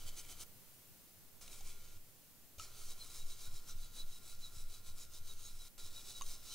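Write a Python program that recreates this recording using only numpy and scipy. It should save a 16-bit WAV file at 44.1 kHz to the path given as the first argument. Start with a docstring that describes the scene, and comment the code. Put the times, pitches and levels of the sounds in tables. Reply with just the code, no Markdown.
"""First four quick brush strokes are heard over steady hiss; after about a second's pause the scrubbing returns.
A toothbrush scrubs a circuit board in an open laptop case on a workbench, about seven strokes a second.
Bristles flick over solder joints as random clicks that ring through the board; short wavering tones are squeaks.
The plastic head knocks on parts (noise bursts and dying tones), and the bench rumbles, sways and thuds.
A noise gate opens with the brushing and lets a thin electrical whine through."""
import sys
import numpy as np
from scipy import signal
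from scipy.fft import rfft, irfft
from scipy.io import wavfile
from scipy.ndimage import uniform_filter1d

SR = 44100
rng = np.random.default_rng(int(sys.argv[2]) if len(sys.argv) > 2 else 0)


def dump_mix(stems):
    """Bounce the given channels to the path in sys.argv[1] as a 16-bit WAV at rate SR."""
    frames = np.atleast_2d(stems).T  # one column per channel
    limited = np.clip(frames, -1, 1)  # hard clip at full scale
    pcm = np.round(limited * 32767).astype(np.int16)
    wavfile.write(sys.argv[1], SR, pcm)


N = 288414


def from_db(db):
    """Turn decibels into a gain."""
    return 10 ** (np.asarray(db) / 20)


def rms_one(x):
    """Scale a sound to an average power of 1."""
    return x / np.sqrt(np.mean(x ** 2) + 1e-20)


def clock():
    """Time of every sample, in seconds."""
    return np.arange(N) / SR


def in_time(rows):
    """Read a (t/s, value) curve at every sample."""
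    return np.interp(clock(), *np.transpose(rows))


def gain_per_bin(points):
    """Turn a (f/Hz, level/dB) curve into gains for the FFT."""
    hz, db = np.transpose(points)
    bins_hz = np.fft.rfftfreq(N, 1 / SR)
    return from_db(np.interp(np.log(bins_hz + 1), np.log(hz), db))


def colour(x, points):
    """Make some pitches stronger and others weaker, along a smooth curve."""
    return irfft(rfft(x) * gain_per_bin(points), N)


def drift(rate):
    """Chance wandering with spread 1: random values, 2 * rate a second, joined by straight lines."""
    position = clock() * 2 * rate
    knots = rng.standard_normal(N // 20)
    return rms_one(np.interp(position, np.arange(len(knots)), knots))


def stereo(mid, side):
    """Make left and right from the middle sound and its sideways part."""
    return np.array([mid + side, mid - side])


def resonate(x, hz, width):
    """Let one pitch ring; the gain at its peak is 1."""
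    r = np.exp(-np.pi * width / SR)
    numerator = np.array([1, 0, -1]) * (1 - r * r) / 2
    denominator = [1, -2 * r * np.cos(2 * np.pi * hz / SR), r * r]
    return signal.lfilter(numerator, denominator, x)


def bandpass(low_hz, high_hz):
    """A filter that keeps the pitches between two limits."""
    return signal.butter(2, [low_hz, high_hz], "band", fs=SR, output="sos")


def add(out, s, sound):
    """Mix a short sound in at time s."""
    start = int(np.clip(s * SR, 0, N - 1))
    out[..., start:start + sound.shape[-1]] += sound[..., :N - start]


def dying(t, t60):
    """Fade that falls by 60 dB in t60 seconds."""
    return np.exp(-np.log(1000) * t / t60)


def ring_on(x, t60):
    """Countless close modes or echoes: a dying random response of unit energy."""
    t = np.arange(SR // 5) / SR
    response = rng.standard_normal(len(t)) * dying(t, t60)
    return signal.oaconvolve(x, response / np.sqrt(np.sum(response ** 2)))[:N]


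# room tone and microphone hiss, relative strength by pitch: (f/Hz, level/dB)
FLOOR = [(12, 20.5), (22, 8), (34, -8), (48, 0), (65, 3), (105, 6.5), (180, 3.5), (300, -1), (600, -4.5),
         (1000, -8.5), (2000, -10), (6000, -9), (10000, -6.5), (15500, -3)]
# loudness of that background over time: (t/s, level/dB)
FLOOR_DB = [(0, -60), (.6, -59), (1.3, -61), (2.3, -61), (5.7, -62.5), (6.54, -60.5)]
# its width, sideways part against the middle: (f/Hz, level/dB)
FLOOR_WIDTH = [(30, -1), (120, -5.5), (500, -5.5), (2000, -3), (7000, -1.5), (7800, -27.5), (15000, -38.5)]


def background():
    """Shaped noise: room tone below, microphone hiss above."""
    mid, side = rms_one(colour(rng.standard_normal((2, N)), FLOOR))
    return from_db(in_time(FLOOR_DB)) * stereo(mid, colour(side, FLOOR_WIDTH))


def electrical_whine(hz=1401, level_db=-78):
    """A thin steady electrical tone: one sine wave."""
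    return np.sqrt(2) * from_db(level_db) * np.sin(2 * np.pi * hz * clock())


# when the bristles lie on the board: (from t/s, to t/s)
CONTACT = [(-0.1, .437), (1.410, 1.975), (2.582, 5.683), (5.777, 6.7)]


def touching(ramp_s=0.0023):
    """1 while the bristles lie on the board, else 0, with short ramps between."""
    t = clock()
    return sum(np.clip((t - on) / ramp_s, 0, 1) * np.clip((off - t) / ramp_s + 1, 0, 1) for on, off in CONTACT)


# the arm presses the board down on the case: (t/s, thud level/dB, sway level/dB)
PRESSES = [(.055, -49.5, -41), (1.64, -56, -42), (1.75, -63, -48), (1.961, -55, -49.5), (2.58, -49, -61),
           (2.86, -58.5, -41), (3.23, -53.5, -37), (3.476, -48.5, -40), (3.534, -50, -41.5),
           (3.75, -49, -38.5), (4.04, -62, -37.5), (4.369, -67, -42.5), (4.568, -49, -49),
           (4.629, -55, -39), (4.903, -52, -41), (5.211, -51.5, -41.5), (5.338, -56.5, -42.5),
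           (5.53, -64, -44), (5.843, -53.5, -42.5), (6.248, -67, -38.5)]
SWAY_LATE_S, SWAY_S = 0.027, 0.049   # the rocking peaks just after a press; its half length
SWAY_BRUSHING_DB, SWAY_SETTLE_S = -53.5, .1   # slight rocking all through the brushing; time to come and go


def sway(sway_hz=11, waver_hz=2.476):
    """The bench rocks under the moving arm, and more after each press: a very low wavering tone."""
    t = clock()
    brushing = uniform_filter1d(touching(), int(SWAY_SETTLE_S * SR))
    power = from_db(SWAY_BRUSHING_DB) ** 2 * brushing ** 2
    for s, _, db in PRESSES:
        distance = (t - s - SWAY_LATE_S) / SWAY_S
        power = power + from_db(db) ** 2 * np.exp(-np.minimum(distance ** 2, 20))
    phase = 2 * np.pi * np.cumsum(sway_hz + waver_hz * drift(3.4)) / SR
    return np.sqrt(2 * power) * np.sin(phase)


# handling rumble of the bench, relative strength by pitch: (f/Hz, level/dB)
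RUMBLE = [(25, 0.5), (38, -12), (52, -5), (95, -0.5), (135, -13), (300, -28), (800, -43)]


def bench(rumble_db=-68, thud_hz=92, thud_t60=0.12):
    """The bench sways, rumbles under the brush and thuds with a dying low tone at each press."""
    mid, side = rms_one(colour(rng.standard_normal((2, N)) * touching(), RUMBLE))
    out = from_db(rumble_db) * stereo(mid, colour(side, BRUSH_WIDTH)) + sway()
    t = np.arange(SR // 3) / SR
    for s, db, _ in PRESSES:
        hz = thud_hz * np.exp(rng.normal(0, 0.053))   # each thud has a slightly different pitch
        add(out, s, from_db(db) * np.sin(2 * np.pi * hz * t) * dying(t, thud_t60))
    return out


# the head knocks on parts, and at 1.53 s a stroke gives a sharp scratch: (t/s, crack level/dB, ring level/dB,
# ring f/Hz)
KNOCKS = [(1.411, -57.5, -74, 1000), (1.479, -48, -60.5, 756), (1.53, -48, -80, 1370),
          (1.608, -49, -53.5, 780), (2.583, -52, -58, 580), (2.597, -43, -45, 1306),
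          (2.815, -62, -60, 1290), (3.063, -67.5, -59.5, 1280), (3.467, -62, -62, 1470),
          (3.693, -60, -57.5, 1410), (4.326, -60, -63, 1380), (5.78, -52, -65, 1390),
          (6.211, -40.5, -40, 1078), (6.220, -40, -44, 1127)]
# what board and case ring with after a knock, relative strength: (f/Hz, level/dB, time to fall 60 dB t/s)
KNOCK_MODES = [(2670, -19, 0.063), (2890, -3, 0.021), (3770, -4.5, 0.047), (4500, -6.5, 0.022),
               (6460, -1, 0.036), (8600, -25, 0.018)]
# stiffer spots ring higher and longer: (f/Hz, time to fall 60 dB t/s)
RING_T60 = [(600, 0.026), (1130, 0.043), (1290, 0.081)]


def knocks(crack_t60=0.0057, crack_low_hz=2700, crack_high_hz=10500, modes_db=-6.0, build_s=0.00048, case_t60=0.044):
    """Hard plastic meets a part: a crack, the case's modes, and a low ring whose pitch depends on the spot."""
    out, t = np.zeros(N), np.arange(SR // 5) / SR
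    band = bandpass(crack_low_hz, crack_high_hz)
    for s, crack_db, ring_db, ring_hz in KNOCKS:
        noise = rms_one(signal.sosfilt(band, rng.standard_normal(len(t))))
        crack = noise * dying(t, crack_t60)
        modes = np.zeros(len(t))
        for hz, db, life in KNOCK_MODES:
            strength = from_db(db + rng.normal(0, 2.1))   # no two knocks are quite alike
            modes += strength * np.sin(2 * np.pi * hz * t) * dying(t, life)
        t60 = np.interp(ring_hz, *np.transpose(RING_T60))
        build_up = 1 - np.exp(-t / build_s)
        ring = from_db(ring_db) * np.sin(2 * np.pi * ring_hz * t) * dying(t, t60) * build_up
        add(out, s, from_db(crack_db) * (crack + from_db(modes_db) * modes) + ring)
    return stereo(out, colour(ring_on(out, case_t60), BRUSH_WIDTH))


# near the free edge every stroke also squeaks faintly, just after its top speed
EDGE_FROM, EDGE_LATE_S = 0.76, .01   # place where this begins (0 inner board, 1 free edge); delay
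EDGE_SQUEAK_HZ, EDGE_SCATTER_HZ, EDGE_SQUEAK_DB = 3930, 70.5, -66.5


def edge_squeaks():
    """List a faint squeak for each stroke near the free edge: (t/s, f/Hz, level/dB)."""
    found = []
    chance = rng.standard_normal(len(STROKES))
    for (s, _, _), luck in zip(STROKES, chance):
        if np.interp(s, *np.transpose(PLACE)) > EDGE_FROM:
            found.append((s + EDGE_LATE_S, EDGE_SQUEAK_HZ + EDGE_SCATTER_HZ * luck, EDGE_SQUEAK_DB))
    return found


# the loudest stick-slip squeaks: (t/s, f/Hz, level/dB)
SQUEAKS = [(.191, 6220, -57.5), (2.918, 3900, -62), (3.019, 4120, -54), (3.213, 3850, -62),
           (3.323, 3930, -59), (3.458, 3810, -62), (3.698, 5940, -58.5), (4.005, 3940, -52.5),
           (4.148, 3890, -62.5), (4.44, 4030, -56.5), (4.465, 3880, -56.5), (5.02, 6740, -61.5),
           (5.307, 3840, -56), (5.461, 6560, -59), (5.616, 3960, -61), (5.975, 3850, -54),
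           (6.168, 3860, -55.5), (6.502, 4030, -60.5), (6.53, 4030, -56), (6.53, 6000, -58),
           (6.53, 3100, -60)]
SQUEAK_S = .015   # half length of a squeak


def squeaks(side_db=-9, waver_hz=50, waver_rate=150, rough=0.42):
    """For a moment the tufts stick and slip in step with one resonance: a short unsteady tone."""
    t = clock()
    waver = waver_hz * drift(waver_rate)
    grip = 1 + rough * np.tanh(drift(190))
    out = np.zeros((2, N))
    for s, hz, db in SQUEAKS + edge_squeaks():
        near = np.abs(t - s) < 3 * SQUEAK_S
        phase = 2 * np.pi * np.cumsum(hz + waver[near]) / SR
        bump = np.exp(-((t[near] - s) / SQUEAK_S) ** 2 / 2)
        swell = np.sqrt(2) * from_db(db) * bump * grip[near]
        out[:, near] += swell * stereo(np.sin(phase), from_db(side_db) * np.cos(phase))
    return out


def flicks(per_s, spread_db=1.0):
    """Single bristles snap free at random; more snaps a second make finer grain of the same power."""
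    sizes = from_db(spread_db * np.minimum(rng.exponential(1, N), 5)) * rng.standard_normal(N)
    snaps = rng.random(N) < per_s / SR
    return rms_one(sizes * snaps / np.sqrt(per_s))


# brush strokes, level before the board's ringing: (t/s of top speed, length t/s, level/dB)
STROKES = [(0.084, 0.039, -53.5), (0.191, .058, -53.5), (.313, 0.053, -54), (0.417, 0.048, -51.7),
           (1.425, 0.04, -57.5), (1.528, 0.04, -58.5), (1.568, 0.079, -59.5), (1.69, 0.087, -58.5),
           (1.87, 0.088, -71), (2.63, .075, -57), (2.82, 0.15, -59), (2.909, .07, -56), (3.037, 0.12, -59),
           (3.162, 0.13, -55.5), (3.31, 0.088, -58), (3.433, 0.12, -57), (3.564, 0.081, -58.5),
           (3.7, 0.065, -57.5), (3.833, 0.085, -61.5), (3.988, 0.091, -55.5), (4.14, .12, -61.5),
           (4.299, .12, -58), (4.45, .1, -60), (4.583, .115, -59), (4.744, 0.099, -60), (4.884, 0.072, -59),
           (5.014, .095, -56.5), (5.161, .075, -59), (5.298, .11, -58.5), (5.456, .14, -58),
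           (5.655, 0.25, -62), (5.801, 0.044, -56.5), (5.857, 0.075, -58), (5.986, .12, -58.5),
           (6.094, 0.082, -55), (6.177, 0.088, -58.5), (6.306, 0.13, -54.5), (6.478, 0.074, -57),
           (6.537, 0.079, -55)]
# steady drag of the bent bristles beneath the strokes: (t/s, level/dB)
DRAG = [(0, -61.5), (.12, -66), (.44, -65), (1.4, -63), (1.8, -68.5), (1.97, -69.5), (2.6, -63.5),
        (3.4, -70), (3.7, -69.5), (5.3, -74), (5.8, -67), (6.54, -67)]
# bristle friction, relative strength by pitch: (f/Hz, level/dB)
BRISTLES = [(150, -15.5), (400, -5), (750, -10.5), (1200, -10.5), (1800, -14.5), (2500, -10), (3400, -4),
            (4500, -1), (6800, -1.5), (9000, -1.5), (11000, -2.5), (12500, -11.5), (15500, -5.5)]
RISE_SHARE = .54   # part of a stroke spent speeding up
BODY_LOSS_DB_PER_S = 22.5   # longer strokes have less body


def friction(slow_per_s=5000, fast_per_s=16000, tuft_db=0.56, tuft_rate=70, steepness=2.5,
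             drag_body_db=6.5, stroke_body_db=2.5, body_hz=3300):
    """Each stroke swells and fades; faster bristles flick louder and more often; short jabs have more body."""
    t = clock()
    power = from_db(in_time(DRAG)) ** 2
    body_power = power * from_db(drag_body_db) ** 2
    for s, length, db in STROKES:
        rise, fall = RISE_SHARE * length, (1 - RISE_SHARE) * length
        near = (t > s - 2 * rise) & (t < s + 2 * fall)
        travel = np.abs(t[near] - s) / np.where(t[near] < s, rise, fall)
        swell = from_db(db) ** 2 * np.exp(-2 * travel ** steepness)
        body_db = stroke_body_db - BODY_LOSS_DB_PER_S * length
        power[near] += swell
        body_power[near] += swell * from_db(body_db) ** 2
    flicks_per_s = slow_per_s + fast_per_s * np.sqrt(power / power.max())
    grains = rms_one(colour(flicks(flicks_per_s), BRISTLES))
    # the body is the part of the grain below body_hz
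    body = signal.sosfiltfilt(signal.butter(2, body_hz, fs=SR, output="sos"), grains)
    grip = touching() * from_db(tuft_db * drift(tuft_rate))   # whole tufts catch and let go
    return grip * (body * np.sqrt(body_power) + (grains - body) * np.sqrt(power))


# resonances under the bristles: (f/Hz, width f/Hz, inner board level/dB, free edge level/dB)
BOARD = [(403.5, 8.4, 4, -1), (741, 23, 1, -6.5), (1057, 22, -4, 7), (1340, 127, 2, 7), (2276, 180, 7.5, 0),
         (3080, 70, 15, -13), (3900, 155, -18, 8), (5210, 200, -18, -1.5), (6040, 71, 1, 0),
         (6700, 470, -5.5, -7.5), (8460, 4000, -10.5, -22.5)]
# where the brush works: (t/s, place from 0 inner board to 1 free edge)
PLACE = [(0, 0.095), (.44, 0.28), (1.4, 0.61), (2.6, 0.48), (3.0, 0.63), (3.8, 0.95), (5.7, 0.8), (6.54, 1)]


def board(drive, shift_db=3.0, fine_db=-5.0, fine_t60=0.052, fine_low_hz=2200, fine_high_hz=8500):
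    """Friction sounds through the board, whose resonances change with the place of contact."""
    out, place = drive, in_time(PLACE)
    for hz, width, inner_db, edge_db in BOARD:
        level_db = inner_db + place * (edge_db - inner_db) + shift_db * drift(5)
        out = out + resonate(drive * from_db(level_db), hz, width)
    # fine high modes: each spot under the brush wakes another set
    treble = signal.sosfilt(bandpass(fine_low_hz, fine_high_hz), drive)
    for spot in range(4):
        out = out + from_db(fine_db) * ring_on(treble * drift(4) / 2, fine_t60)
    return out


# width filter for the sideways part of brush, knocks and rumble: (f/Hz, level/dB)
BRUSH_WIDTH = [(30, 1), (100, -8.5), (500, -12), (1500, -20), (2800, -19), (4000, -9.5), (7000, -7.5),
               (7800, -39), (15000, -51)]


def scrubbing(diffuse_db=-2.5, left_lead=1.0):
    """The bristles are heard directly, a little sooner on the left, and with unrelated grain by way of bench and case."""
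    direct, diffuse = board(friction()), board(friction())
    lead = left_lead * np.gradient(direct)   # adding the slope moves a sound slightly earlier
    return stereo(direct, colour(from_db(diffuse_db) * diffuse + lead, BRUSH_WIDTH))


def gate(sound, closed_db=-19, threshold_db=-84, window_s=.008):
    """Gain of a noise gate that is open while the sound is over its threshold."""
    size = int(window_s * SR)
    power = uniform_filter1d(sound.mean(axis=0) ** 2, size)
    is_open = power > from_db(threshold_db) ** 2
    openness = uniform_filter1d(is_open * 1.0, size)
    return from_db(closed_db * (1 - openness))


def scene():
    """Brush and whine pass the gate; bench and background lie under them."""
    brush = scrubbing() + squeaks() + knocks()
    return gate(brush) * (brush + electrical_whine()) + bench() + background()


def record(dry, cutoff_hz=15700):
    """A steep filter removes the highest treble."""
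    return signal.sosfilt(signal.ellip(12, .1, 80, cutoff_hz, fs=SR, output="sos"), dry)


dry = scene()
out = record(dry)
dump_mix(out)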